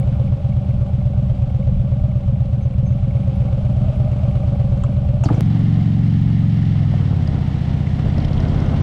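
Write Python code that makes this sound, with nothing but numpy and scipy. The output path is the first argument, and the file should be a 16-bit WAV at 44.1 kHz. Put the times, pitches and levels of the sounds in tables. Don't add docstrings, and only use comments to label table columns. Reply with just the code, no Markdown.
import sys
import numpy as np
from scipy import signal
from scipy.fft import rfft, irfft, next_fast_len
from scipy.io import wavfile
from scipy.ndimage import uniform_filter1d, map_coordinates

SR = 44100
rng = np.random.default_rng(int(sys.argv[2]) if len(sys.argv) > 2 else 0)


def transcribe(signal):
    frames = np.atleast_2d(signal).T
    limited = np.clip(frames, -1, 1)
    pcm = np.round(limited * 32767).astype(np.int16)
    wavfile.write(sys.argv[1], SR, pcm)


def ratio_of_db(decibels):
    return 10 ** (np.asarray(decibels, float) / 20)


N = 388962
T = np.arange(N) / SR
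ROLLING_S = 5.4083
STANDING = T < ROLLING_S
LEAD = SR // 8


def unit(x):
    return x / np.sqrt(np.mean(x ** 2) + 1e-20)


def column(rows, count):
    rows = np.array(rows)
    return np.interp(T, rows[:, 0], rows[:, count])


def wobble(rate):
    knots = rng.standard_normal(int(N * rate / SR) + 4)
    return map_coordinates(knots, [T * rate])


def filtered(x, response):
    m = next_fast_len(len(x) + SR // 2)
    return irfft(rfft(x, m) * response(np.fft.rfftfreq(m, 1 / SR)), m)[:len(x)]


def noise(spectrum):
    hz, db = np.transpose(spectrum)
    colour = lambda f: ratio_of_db(np.interp(np.log(f + 1), np.log(hz + 1), db))
    return unit(filtered(rng.standard_normal(N), colour))


def bump(turn, place, sharp):
    return np.exp(sharp * (np.cos(2 * np.pi * (turn - place)) - 1))


def by_scene(standing, rolling):
    return np.where(STANDING, standing, rolling)


def since_gear():
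    return np.clip(T - 5.235, 0, None) * STANDING


# time in seconds, shake in dB.
SHAKE = [(0, 3), (.4, 0), (1.4, -0.5), (2.8, -2.5), (3.35, 3), (4.3, 5), (5.2, 2), (5.41, 3), (6.2, 0),
         (6.8, 1.5), (7.05, 5.5), (7.9, 4.5), (8.2, 8), (8.82, 10.5)]


def shaken_db(rest_db, growth, gear_db):
    bite = np.clip(since_gear() / .015, 0, 1)
    return by_scene(*rest_db) + by_scene(*growth) * column(SHAKE, count=1) + gear_db * bite


def clatter_db():
    return shaken_db(rest_db=(-58, -53), growth=(0.58, 0.33), gear_db=5)


# time in seconds, four-stroke cycles a second.
IDLE_SPEED = [(0.068, 8.045), (1.22, 8.281), (1.6, 7.85), (2.09, 8.515), (2.28, 8.039), (2.77, 7.865),
              (2.96, 8.248), (3.38, 7.855), (3.86, 8.723), (4.71, 8.011), (5.41, 8.551)]
# time in seconds, cycles a second.
RIDE_SPEED = [(5.413, 22.616), (6.43, 22.474), (6.8, 21.198), (7.34, 15.687), (7.57, 14.854),
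              (7.74, 15.567), (8.82, 16.461)]


def cycles(speed):
    done = np.cumsum(column(speed, count=1)) / SR
    return done - done[round(speed[0][0] * SR)]


def gas_pulses(turn, places, pulses, pipe, low_hz, cut_hz, lean=()):
    whole = np.arange(np.floor(turn[0]), turn[-1])
    mode_hz, width_hz, *strength = np.transpose(pipe)[:, :, None]
    strength = strength + strength[-1:]
    first_s = 1 / SR / (turn[1] - turn[0])
    soft = lambda f: 1 / (1 + 1j * f / low_hz) ** 2 / (1 + (f / cut_hz) ** 8)
    out = np.zeros(N + LEAD)
    for k, (place, (db, scatter_db, scatter_s), share) in enumerate(zip(places, pulses, strength)):
        luck = rng.standard_normal((len(whole), 2))
        at = np.interp(whole + place, np.r_[turn[0] - 1, turn], np.r_[-first_s, T])
        at = at + scatter_s * luck[:, 0]
        rear = k == 1
        loss_db = sum(loss * (abs(at - s) < .04) for s, loss in lean) * rear
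        size = ratio_of_db(db - loss_db + scatter_db * luck[:, 1])
        inside = (at > -LEAD / SR) & (at < T[-2])
        sample = (at[inside] * SR + LEAD).astype(int)
        blows = np.bincount(sample, size[inside], N + LEAD)

        def ring(f):
            damping = 1j * f * width_hz
            return np.sum(share * damping / (mode_hz * mode_hz - f * f + damping), axis=0)

        out = out + filtered(blows, lambda f: ring(f) * soft(f))
    return unit(out[LEAD:])


# level in dB, size scatter in dB, time scatter in seconds.
IDLE_PULSES = [
    (0, .5, .0002),
    (1, 1, .0014),
    (.7, 1.2, .0008),
    (-8, 2, .006),
]
RIDE_PULSES = [
    (0, .4, .0001),
    (.6, .7, .0002),
    (0, 1.2, .0003),
    (-14, 3, .004),
]
# centre in Hz, width in Hz,
# then signed strength (ratio) for front, rear and intake.
IDLE_PIPE = [(56, 9.8, -.288, -.043, .368), (83.9, 39, .283, -.123, -.301), (116.5, 22.5, .934, -.531, .09),
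             (135, 27.3, -1, .706, .088), (153.6, 24, .343, -.289, -.034), (190, 13, -.1, -.4, .34)]
RIDE_PIPE = [(41.9, 13, .039, -.034, .094), (80, 22, -.46, -.45, .25), (121.1, 67.6, .609, .251, -.254),
             (134.4, 28.1, .402, .288, .22), (166, 35.2, -1, -.191, -.102), (201, 12, -.031, -.72, -.025),
             (224, 26.6, .027, .243, .151), (248.8, 52.7, -.227, -.224, .093), (272, 16, .21, -.21, .05),
             (303.8, 131.8, .098, .069, -.044)]
# time in seconds, loss in dB.
MISFIRES = [(.37, 6), (.61, 1.5), (.85, 6), (1.1, 1), (1.34, 6.5), (1.46, 4.5), (2.2, 10.5), (2.45, 4.5),
            (2.7, 5), (3.32, 4), (3.93, 9), (4.16, 2)]


def exhaust(idle, ride):
    lope = gas_pulses(idle, (.015, .41, .759, .56), IDLE_PULSES, IDLE_PIPE, low_hz=203, cut_hz=300, lean=MISFIRES)
    drone = gas_pulses(ride, (.02, .46, .758, .65), RIDE_PULSES, RIDE_PIPE, low_hz=129, cut_hz=380)
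    octaves = np.log2(column(RIDE_SPEED, count=1) / 28.3)
    revs_db = 3.5 * octaves * ~STANDING
    drag_db = 74.5 * since_gear()
    return ratio_of_db(by_scene(-16, -13) + revs_db - drag_db) * by_scene(lope, drone)


RATTLE = (.065, .2, .45, .56, .73)


def meshing(turn, teeth, slack):
    surge = .5 * np.sin(4 * np.pi * turn) + 1.8 * np.sin(2 * np.pi * turn + 0.65) + 1.72 * wobble(45)
    mesh = 2 * np.pi * teeth * turn + slack * surge
    knocks = sum(bump(turn, place, sharp=51) for place in RATTLE)
    chatter = (.36 + slack * knocks) * ratio_of_db(2.0 * wobble(40))
    return unit(chatter * (np.sin(mesh) + ratio_of_db(-22.0) * np.sin(2 * mesh)))


def primary_drive(idle, ride):
    whine = by_scene(meshing(idle, teeth=69.8, slack=.85), meshing(ride, teeth=61.5, slack=.3))
    return ratio_of_db(shaken_db(rest_db=(-39, -65.5), growth=(0.73, .8), gear_db=-26.5)) * whine


def firing_force(turn):
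    front = np.exp(-((turn - .04) % 1) / 0.055)
    rear = 0.91 * np.exp(-((turn - .46) % 1) / 0.023)
    return uniform_filter1d(uniform_filter1d(front + rear, size=100), size=100)


# frequency in Hz, density in dB per Hz.
CASING = [(150, -36), (230, -2), (280, -9), (459, -16.5), (683, -15), (781, -21.5), (942, -25),
          (1500, -28.5), (1950, -49), (3300, -120)]


def casing(firing):
    rumble = unit((1.1 + firing) * ratio_of_db(1.2 * wobble(30)) * noise(CASING))
    return ratio_of_db(shaken_db(rest_db=(-45, -43.5), growth=(0.75, 1.21), gear_db=7.5) + 3.5) * rumble


def cover(turn):
    mode = [(300, -120), (600, -25.5), (740, 3.5), (790, 4), (850, -5.5), (1000, -34.5), (2000, -120)]
    buzz = unit((2.0 + bump(turn, 0.71, sharp=8.6)) * ratio_of_db(1.1 * wobble(35)) * noise(mode))
    return ratio_of_db(clatter_db() + by_scene(9, 4)) * buzz


# frequency in Hz, density in dB per Hz.
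CLATTER = [(150, -90), (500, -22), (900, -2.5), (1330, -4.5), (1600, -10.5), (2000, -8), (2700, -6),
           (3150, -7), (4300, -14.5), (6100, -21), (8900, -26), (9600, -34), (12000, -37), (16000, -58)]


def clatter(firing):
    rattle = unit((0.86 + firing) * ratio_of_db(0.52 * wobble(45)) * noise(CLATTER))
    return ratio_of_db(clatter_db() + by_scene(5, 2)) * rattle


# frequency in Hz, density in dB per Hz.
TAPPETS = [(1000, -93), (1950, -17), (2250, -1), (2600, -18.5), (8800, -56.5), (9700, -32), (10150, -25),
           (10800, -31), (14000, -92.5)]


def valves(turn):
    taps = .07 + bump(turn, .2, sharp=160) + bump(turn, .7, sharp=70)
    ticks = unit(taps * ratio_of_db(1.5 * wobble(16)) * noise(TAPPETS))
    return ratio_of_db(clatter_db() + by_scene(-6.5, -13)) * ticks


# frequency in Hz, density in dB per Hz.
BUFFET = [(8, -24), (24, -7), (40, -3), (55, -9), (100, -13), (200, -22), (400, -50), (1500, -120)]
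# time in seconds, dB over the breeze, half length in seconds.
GUSTS = [
    (1.35, 3, 0.11),
    (1.75, 9, 0.075),
    (2.03, 7, 0.052),
    (2.27, 5, .06),
    (5.889, -6.5, 0.25),
    (7.2, -6.5, 0.63),
    (8.057, 7, 0.15),
    (8.45, 4.5, 0.13),
    (8.747, 6, 0.58),
]


def wind():
    gust_db = -29.5 + sum(db * np.exp(-((T - s) / half) ** 2) for s, db, half in GUSTS)
    return ratio_of_db(gust_db) * unit(ratio_of_db(1.2 * wobble(7.5)) * noise(BUFFET))


def contacts(rows, width):
    out, t = np.zeros(N + SR), T[:SR // 8]
    for s, db, hz, t60 in rows:
        burst = rng.standard_normal(len(t)) * ratio_of_db(-60 * t / max(t60, .004)) * (1 - np.exp(-t / 0.0002))
        damping = lambda f: 1j * f * width * hz
        burst = filtered(burst, lambda f: (damping(f) / (hz * hz - f * f + damping(f))) ** 2)
        out[round(s * SR):][:len(t)] += ratio_of_db(db) * burst / np.abs(burst).max()
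    return out[:N]


# start in seconds, peak in dB, centre in Hz, t60 in seconds.
KNOCKS = [(1.546, -34, 596, 0.027), (4.836, -26, 1090, 0.047), (5.236, -21.5, 780, 0.023),
          (5.256, -16, 277, .06), (5.307, -15, 280, 0.074), (5.3, -20, 700, 0.049),
          (5.257, -20, 630, 0.055), (5.287, -21.5, 1230, 0.03), (5.29, -23.5, 740, 0.027),
          (5.305, -23.5, 376, 0.12), (5.341, -23, 402, 0.049), (5.38, -22.5, 496, 0.11),
          (5.56, -29.5, 784, 0.031), (6.938, -24.5, 587, 0.029), (7.129, -44.5, 687, 0.047),
          (7.381, -29, 680, 0.047), (8.229, -27.5, 650, 0.058)]


def knocks():
    return contacts(KNOCKS, width=0.45)


# centre time in seconds, level in dB, pitch in Hz, half length in seconds.
SQUEAKS = [
    (2.634, -59, 6140, 0.017),
    (2.875, -54, 6320, 0.019),
    (2.928, -59, 6270, 0.0073),
]


def brake():
    out = 0
    for s, db, hz, half in SQUEAKS:
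        out = out + ratio_of_db(db) * np.exp(-((T - s) / half) ** 2) * np.sin(2 * np.pi * hz * T)
    return out


# start in seconds, peak in dB, centre in Hz, t60 in seconds.
CLICKS = [
    (4.836, -39.5, 3000, 0.052),
    (4.836, -40, 7000, 0.037),
    (5.236, -31, 2650, 0.057),
    (5.237, -31, 6700, 0.072),
    (5.238, -53, 10900, 0.018),
    (5.246, -35, 5500, 0.05),
    (5.254, -32.5, 4550, 0.092),
    (5.343, -44.5, 6000, 0.1),
    (7.275, -32, 4770, 0.0078),
]


def clicks():
    return contacts(CLICKS, width=0.23)


# start in seconds, level in dB, pitch in Hz (sign of first swing), t60 in seconds.
THUDS = [
    (5.261, -3, -85, .075),
    (5.3075, -1.5, 105, .075),
    (5.3415, -3, 85, .065),
    (5.379, -1.5, 105, .085),
]


def gearbox():
    out = 0
    for s, db, hz, t60 in THUDS:
        t = np.clip(T - s, 0, None)
        sag = t + 0.0052 * (1 - np.exp(-t / 0.0099))
        out = out + ratio_of_db(db - 60 * t / t60) * np.sin(2 * np.pi * hz * sag) * (1 - np.exp(-t / 0.0018))
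    return out


# frequency in Hz, density in dB per Hz.
ROAD = [(200, -96.5), (700, -29.5), (1200, -13), (1500, -13), (1750, -1), (2130, -1.5), (2550, -14),
        (2800, -5), (3150, -5.5), (3700, -10), (5500, -17.5), (7000, -30), (10000, -45.5), (16000, -87)]


def road():
    hiss = unit(ratio_of_db(1.9 * wobble(98) + 0.55 * wobble(8)) * noise(ROAD)) * ~STANDING
    return ratio_of_db(clatter_db() + 4.0) * hiss


# start in seconds, peak in dB, centre in Hz.
TRIM = [(6.938, -46, 2030), (7.869, -31.5, 2030), (8.142, -35, 3300), (8.18, -36, 4900), (8.201, -35, 4330),
        (8.246, -29.5, 3200), (8.25, -34, 5030), (8.33, -37, 4500), (8.377, -32, 3030), (8.402, -37, 4970),
        (8.451, -35.5, 3100), (8.484, -37.5, 4880), (8.517, -36, 3100), (8.545, -44, 5500),
        (8.602, -39.5, 5310), (8.655, -37.5, 3100), (8.661, -41, 5600), (8.77, -41, 3600),
        (8.808, -45.5, 5500)]


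def trim():
    return ratio_of_db(-0.5) * contacts([(*tap, 0.023) for tap in TRIM], width=0.23)


def belt():
    since = T - 7.65
    start_hz, rise_hz_per_s, half_s = 920, 160, .3
    mesh = 2 * np.pi * (start_hz + rise_hz_per_s * since / 2) * since + 0.66 * wobble(25)
    return ratio_of_db(-50 + 2.5 * wobble(9.5)) * np.exp(-(since / half_s) ** 4) * np.sin(mesh)


def scene():
    idle, ride = cycles(IDLE_SPEED), cycles(RIDE_SPEED)
    turn = by_scene(idle, ride)
    firing = firing_force(turn)
    engine = exhaust(idle, ride) + primary_drive(idle, ride)
    engine = engine + casing(firing) + cover(turn) + clatter(firing) + valves(turn)
    metal = knocks() + clicks() + gearbox() + trim()
    return (engine + wind() + brake() + metal + road() + belt())[None]


def low_pass(x):
    return signal.sosfilt(signal.butter(12, 15670, fs=SR, output="sos"), x)


def record(dry):
    squeezed = dry / (1 + np.abs(dry / 0.78) ** 4) ** (1 / 4)
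    start_tick = ratio_of_db(-22) * (np.arange(N) == 6)
    return low_pass(squeezed + start_tick)


dry = scene()
out = record(dry)
transcribe(out)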